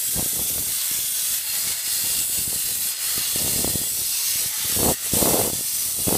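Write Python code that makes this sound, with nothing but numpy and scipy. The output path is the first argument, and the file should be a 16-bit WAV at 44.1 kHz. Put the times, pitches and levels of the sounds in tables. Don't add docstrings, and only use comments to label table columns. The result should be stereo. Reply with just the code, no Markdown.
import sys
import numpy as np
from scipy import signal
from scipy.fft import rfft, irfft, next_fast_len
from scipy.io import wavfile
from scipy.ndimage import uniform_filter1d, map_coordinates

SR = 44100
rng = np.random.default_rng(int(sys.argv[2]) if len(sys.argv) > 2 else 0)


def put_to_file(sound):
    columns = np.atleast_2d(sound).T
    safe = np.clip(columns, -1, 1)
    whole_steps = np.round(safe * 32767)
    wavfile.write(sys.argv[1], SR, whole_steps.astype(np.int16))


N = 272097

# time_s, nozzle_db, spray_db, roar_db
STEAM_LEVELS = [(0, -25.5, -36.5, -48.5), (.15, -22.5, -32, -45.5), (.65, -24, -32, -45),
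                (.8, -23.5, -30, -40.5), (.92, -23.5, -30.5, -39.5), (1.05, -24, -31, -44.5),
                (1.35, -22.5, -30, -40), (1.7, -24, -29, -39), (2.2, -22.5, -29.5, -42),
                (2.6, -24, -31, -45), (3.2, -23, -28.5, -38), (3.5, -22.5, -29, -42),
                (3.9, -24, -32.5, -46.5), (4.2, -24.5, -28.5, -42.5), (4.35, -23, -28, -41.5),
                (4.6, -23.5, -28, -39), (4.85, -20.5, -29, -39.5), (5.22, -19.5, -28, -38),
                (5.42, -22, -31, -39), (5.55, -25.5, -32, -45), (5.82, -23.5, -29.5, -43.5),
                (5.98, -25, -34, -48.5), (6.08, -22, -31.5, -42), (6.17, -22.5, -31, -40.5)]
# deepest_s, nozzle_loss_db,
# spray_loss_db, draught_loss_db, recovery_s
SAGS = [(.62, .5, 1.5, 0, .05), (.81, 2.5, -0.5, 6, 0.048), (1.1, 0.5, 4, 2, 0.048),
        (1.42, 6, 4.5, 15, 0.12), (1.76, 4.5, 3.5, 10, 0.045), (1.82, 4.5, 3.5, 15, 0.073),
        (2.27, 2, 6.5, 8, 0.077), (2.47, 1.5, 4.5, 3, 0.049), (2.63, 0, 0.5, 6, 0.02),
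        (2.8, 1.5, 4, 0, 0.016), (2.95, 9, 4, 20, 0.094), (3.24, 3, 0, 24, 0.15),
        (3.92, 1, 3.5, 2, 0.053), (4.51, 4.5, 4.5, 17, .09), (4.62, 3, 1.5, 10, 0.045),
        (4.968, 12.5, 9, 27, 0.12), (5.1, 5.5, 2.5, 9, 0.048), (5.51, 2, 2.5, 4, 0.034),
        (5.63, 1, 3, 2, 0.07), (5.96, 0.5, 1, 3, .06)]
# pitch_hz, level_db
NOZZLE_COLOUR = [(4120, -36.5), (7000, -10), (7820, -3), (9460, -2.5), (10500, -4.5), (14100, -5.5),
                 (15300, -8.5)]
# pitch_hz, level_db
SPRAY_COLOURS = [
    [(1530, -31), (2600, -10), (3070, -6.5), (3430, -2.5), (3710, -3), (4030, -1), (5300, -2), (5670, 0.5),
     (7000, -4), (9100, -26), (15400, -120)],
    [(1530, -46), (2600, -9), (3070, -5), (3380, 0.5), (3710, -1.5), (4000, -1), (4780, -3), (5410, -1),
     (7000, -3), (9100, -26), (15400, -120)],
    [(1530, -25.5), (2600, -11.5), (2770, -4.5), (3090, -9.5), (3380, -4), (3920, -5.5), (4220, 0),
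     (4570, -4.5), (4900, -0.5), (5500, -4.5), (7000, -5), (9100, -12), (15400, -120)],
    [(1530, -29), (2600, -11), (2900, -8.5), (3210, -10.5), (3430, -5.5), (4070, -4), (4420, 1), (4800, -8),
     (5090, 2), (5410, -3), (5880, 0), (7000, -8.5), (9100, -34), (15400, -120)],
]
# start_s, part_number
LANCE_AIM = [(0, 0), (.77, 1), (1.42, 2), (3.93, 3), (4.5, 0), (5.62, 3), (5.97, 0)]
# pitch_hz, level_db
ROAR_COLOUR = [(350, -37), (600, -8), (1040, -5.5), (1630, -3), (1890, 2), (2510, -1.5), (2600, 1.5),
               (3380, -9), (5720, -120)]
# delay_ms, level_db
ECHOES = [(0.623, -23), (1.427, -20.5), (3.3, -22.5)]
# time_s, level_db
DRAUGHT_LEVELS = [(0, -65), (.1, -43.5), (.19, -36.5), (.29, -46), (.38, -40.5), (.46, -46), (.57, -39),
                  (.66, -47), (.88, -60), (.94, -46.5), (1.15, -55.5), (1.35, -50), (1.5, -54), (1.67, -46),
                  (1.9, -54), (2.04, -44), (2.4, -45.5), (2.7, -42), (2.76, -51.5), (2.83, -46),
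                  (3.05, -53), (3.2, -41.5), (3.37, -37.5), (3.76, -37), (3.9, -47.5), (4.02, -46),
                  (4.19, -59), (4.45, -45.5), (4.74, -41), (4.8, -28.5), (4.9, -22.5), (4.95, -36),
                  (5.1, -38.5), (5.15, -27.5), (5.27, -24.5), (5.46, -26), (5.55, -37.5), (5.66, -50),
                  (5.9, -49), (6.0, -43), (6.08, -30), (6.17, -30.5)]
# time_s, level_db, direction (push +1, suck -1), width_ms
BIG_EDDIES = [(0.176, -19, 1, 1.6), (0.185, -18, -1, 1.7), (0.196, -13.5, -1, 0.64),
              (0.2286, -20, -1, 0.91), (0.262, -17.5, 1, 0.79), (0.3329, -25, 1, 0.9),
              (0.3712, -23, 1, 0.93), (0.3942, -18.5, 1, 0.44), (0.5066, -25, -1, 0.81),
              (0.561, -21, 1, 1.2), (0.582, -18, 1, 0.35), (0.9148, -26, -1, 1.1), (0.9899, -28, -1, 0.9),
              (1.6737, -23, -1, 1.4), (1.8776, -29, 1, 0.7), (2.0411, -28, -1, 0.96),
              (2.2987, -26, 1, 0.79), (2.391, -22.5, -1, 1.6), (2.479, -19.5, 1, 1.5),
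              (2.5302, -21, -1, 0.61), (2.5603, -23, 1, 0.9), (2.695, -23, -1, 0.75),
              (3.1801, -16, -1, 0.94), (3.3607, -13, 1, 0.74), (3.448, -15.5, 1, 0.81),
              (3.4647, -15, -1, 0.71), (3.479, -14, -1, 0.47), (3.536, -17, -1, 1.3),
              (3.562, -16.5, -1, 0.92), (3.593, -14, 1, 1.1), (3.646, -6, 1, 0.59), (3.6775, -9, -1, 0.62),
              (3.7014, -20, 1, 0.68), (3.7575, -9.5, 1, 1.07), (3.8377, -23, -1, 0.41),
              (4.0183, -27, -1, 0.9), (4.359, -27, -1, 1.5), (4.4619, -27.5, 1, 1.3),
              (4.6478, -26, -1, 0.9), (4.6996, -26, 1, 0.9), (4.726, -21, 1, 0.93), (4.7656, -13, 1, 0.68),
              (4.7933, -10.5, 1, 1.1), (4.8013, -11.5, 1, 0.79), (4.8321, -4.5, -1, 0.57),
              (4.865, -10, 1, 0.84), (4.869, -9, 1, 0.83), (4.8916, -5, 1, 0.58), (4.9201, -10, 1, 0.79),
              (5.1368, -7, 1, 1.1), (5.1692, -10, 1, 0.9), (5.22, -10, 1, 0.35), (5.2278, -3, -1, 0.58),
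              (5.2581, -3, 1, 0.48), (5.297, -12, -1, 0.68), (5.309, -4, 1, 0.54), (5.401, -17, 1, 0.56),
              (5.4502, -12, 1, 0.47), (5.4763, -15, -1, 1), (5.5008, -13, 1, 0.5), (5.5334, -14.5, -1, 1),
              (5.6102, -20, 1, 0.64), (5.991, -20.5, -1, 0.61), (6.0735, -11, -1, 0.53),
              (6.0829, -4, -1, 0.76), (6.0919, -9, 1, 0.47), (6.127, -5, -1, 0.56), (6.154, -6.5, 1, 0.57)]
# pitch_hz, gain_db
MIC_COLOUR = [(10, -47), (30, -14), (60, -1.5), (150, -1.5), (500, -2.5), (1000, -4), (2000, 3),
              (8000, -30)]
# pitch_hz, gain_db
FLUTTER_COLOUR = [(60, -30), (150, 0), (300, 3), (470, 5), (830, -3), (1600, -21), (3000, -54)]
# pitch_hz, level_db
GARAGE_COLOUR = [(15, -38), (25, -6), (59, 24), (85, 23), (461, -37), (700, -6), (910, -29), (1540, -120)]


def steam_jet():
    nozzle_db, spray_db, roar_db = curves(STEAM_LEVELS)
    nozzle_loss_db, spray_loss_db, _ = sag_losses()
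    sputter_db = 0.22 * wobble(22) + 0.28 * wobble(60) + 0.53 * wobble(250)
    hiss = amp(nozzle_db - nozzle_loss_db + sputter_db) * rush(NOZZLE_COLOUR, fine_db=3.5, broad_db=0.27)
    spray = amp(spray_db - spray_loss_db + 1.25 * sputter_db) * spray_on_metal()
    roar_gain = amp(roar_db - 0.57 * spray_loss_db + 1.7 * sputter_db)
    roar = roar_gain * rush(ROAR_COLOUR, fine_db=4.0, broad_db=-0.1)
    echoes = lambda hz: sum(amp(db) * np.exp(-2j * np.pi * hz * ms / 1000) for ms, db in ECHOES)
    return filtered(hiss + spray + roar, lambda hz: 1 + echoes(hz))


def spray_on_metal():
    start_s, parts = np.transpose(LANCE_AIM)
    aim = parts[np.searchsorted(start_s, np.arange(N) / SR, "right") - 1]
    share = lambda part: np.abs(uniform_filter1d(1. * (aim == part), SR // 12))
    return sum(np.sqrt(share(part)) * rush(colour, fine_db=3.5, broad_db=0.58)
               for part, colour in enumerate(SPRAY_COLOURS))


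def sag_losses(fall_s=0.042):
    deepest_s, *loss_db, recovery_s = np.transpose(SAGS)
    t = np.arange(N) / SR - deepest_s[:, None]
    width_s = np.where(t < 0, fall_s, recovery_s[:, None])
    return loss_db @ np.exp(-2 * (t / width_s) ** 2)


def draught(strong_db=-35.5, flutter_floor_db=-59.5):
    strength_db = curves(DRAUGHT_LEVELS)[0] - sag_losses()[2]
    excess_db = np.maximum(strength_db - strong_db, 0)
    gust_db = 3 * wobble(16) * amp(-2 * excess_db)
    light_db = strength_db - excess_db + gust_db
    slow_db = light_db + 0.4 * excess_db
    flutter_db = np.maximum(light_db - 4 + 1.4 * excess_db, flutter_floor_db)
    slow = amp(1.4 * wobble(30)) * coloured(eddies(900, width_ms=1.53, uneven_db=4.0), MIC_COLOUR)
    flutter = amp(2.0 * wobble(60)) * coloured(eddies(4500, width_ms=0.14, uneven_db=3.5), FLUTTER_COLOUR)
    return amp(slow_db) * unit(slow) + amp(flutter_db) * unit(flutter) + thuds()


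def thuds():
    time_s, level_db, direction, width_ms = np.transpose(BIG_EDDIES)
    return coloured(pressure_bumps(time_s, direction * amp(level_db), width_ms), MIC_COLOUR)


def eddies(count, width_ms, uneven_db):
    when, strength, breadth = rng.random((count, 3)).T
    spread = 2 * strength - 1
    size = np.sign(spread) * amp(-uneven_db * np.log(np.abs(spread) + 0.055))
    return pressure_bumps(when * N / SR, size, width_ms * np.exp(0.89 * (breadth - .5)))


def pressure_bumps(time_s, size, width_ms, fall_stretch=1.4, rim_area=0.58, rim_stretch=5.3):
    offsets = np.arange(-400, 400)
    widths_away = offsets / (width_ms[:, None] * SR / 1000)
    bell = lambda v: np.exp(-4 * np.log(2) * v ** 2)
    core = bell(widths_away / np.where(widths_away > 0, fall_stretch, 1))
    rim = rim_area / rim_stretch * bell(widths_away / rim_stretch)
    bumps = size[:, None] * (core - rim)
    samples = np.clip(np.round(time_s * SR).astype(int)[:, None] + offsets, 0, N)
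    return np.bincount(samples.ravel(), bumps.ravel(), N + 1)[:N]


def garage_rumble():
    return amp(-61.5) * rush(GARAGE_COLOUR, fine_db=0, broad_db=3)


def rush(colour, fine_db, broad_db):
    window = dict(nperseg=2048, noverlap=1536)
    grid = signal.stft(rng.standard_normal(N + 2048), **window)[2]

    def patches(pitch_steps, time_steps):
        smooth_in_pitch = uniform_filter1d(rng.standard_normal(grid.shape), pitch_steps, 0)
        return unit(uniform_filter1d(smooth_in_pitch, time_steps, 1))

    gain = amp(fine_db * patches(2, 24) + broad_db * patches(24, 6))
    noise = signal.istft(grid * gain, **window)[1][:N]
    return unit(coloured(noise, colour))


def coloured(x, colour):
    pitch_hz, level_db = np.transpose(colour)
    return filtered(x, lambda hz: amp(np.interp(np.log(hz + 1), np.log(pitch_hz + 1), level_db)))


def filtered(x, response):
    length = next_fast_len(N + SR // 2)
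    return irfft(rfft(x, length) * response(np.fft.rfftfreq(length, 1 / SR)), length)[..., :N]


def curves(rows):
    time_s, *columns = np.transpose(rows)
    return [np.interp(np.arange(N) / SR, time_s, column) for column in columns]


def wobble(per_s):
    return map_coordinates(rng.standard_normal(int(N * per_s / SR) + 4), [np.arange(N) * per_s / SR])


def amp(db):
    return 10 ** (np.asarray(db) / 20)


def unit(x):
    return x / np.sqrt(np.mean(x ** 2) + 1e-20)


def scene():
    mono = steam_jet() + draught() + garage_rumble()
    return np.array([mono, mono])


def record(dry, top_hz=15300):
    return filtered(dry, lambda hz: hz < top_hz)


dry = scene()
out = record(dry)
put_to_file(out)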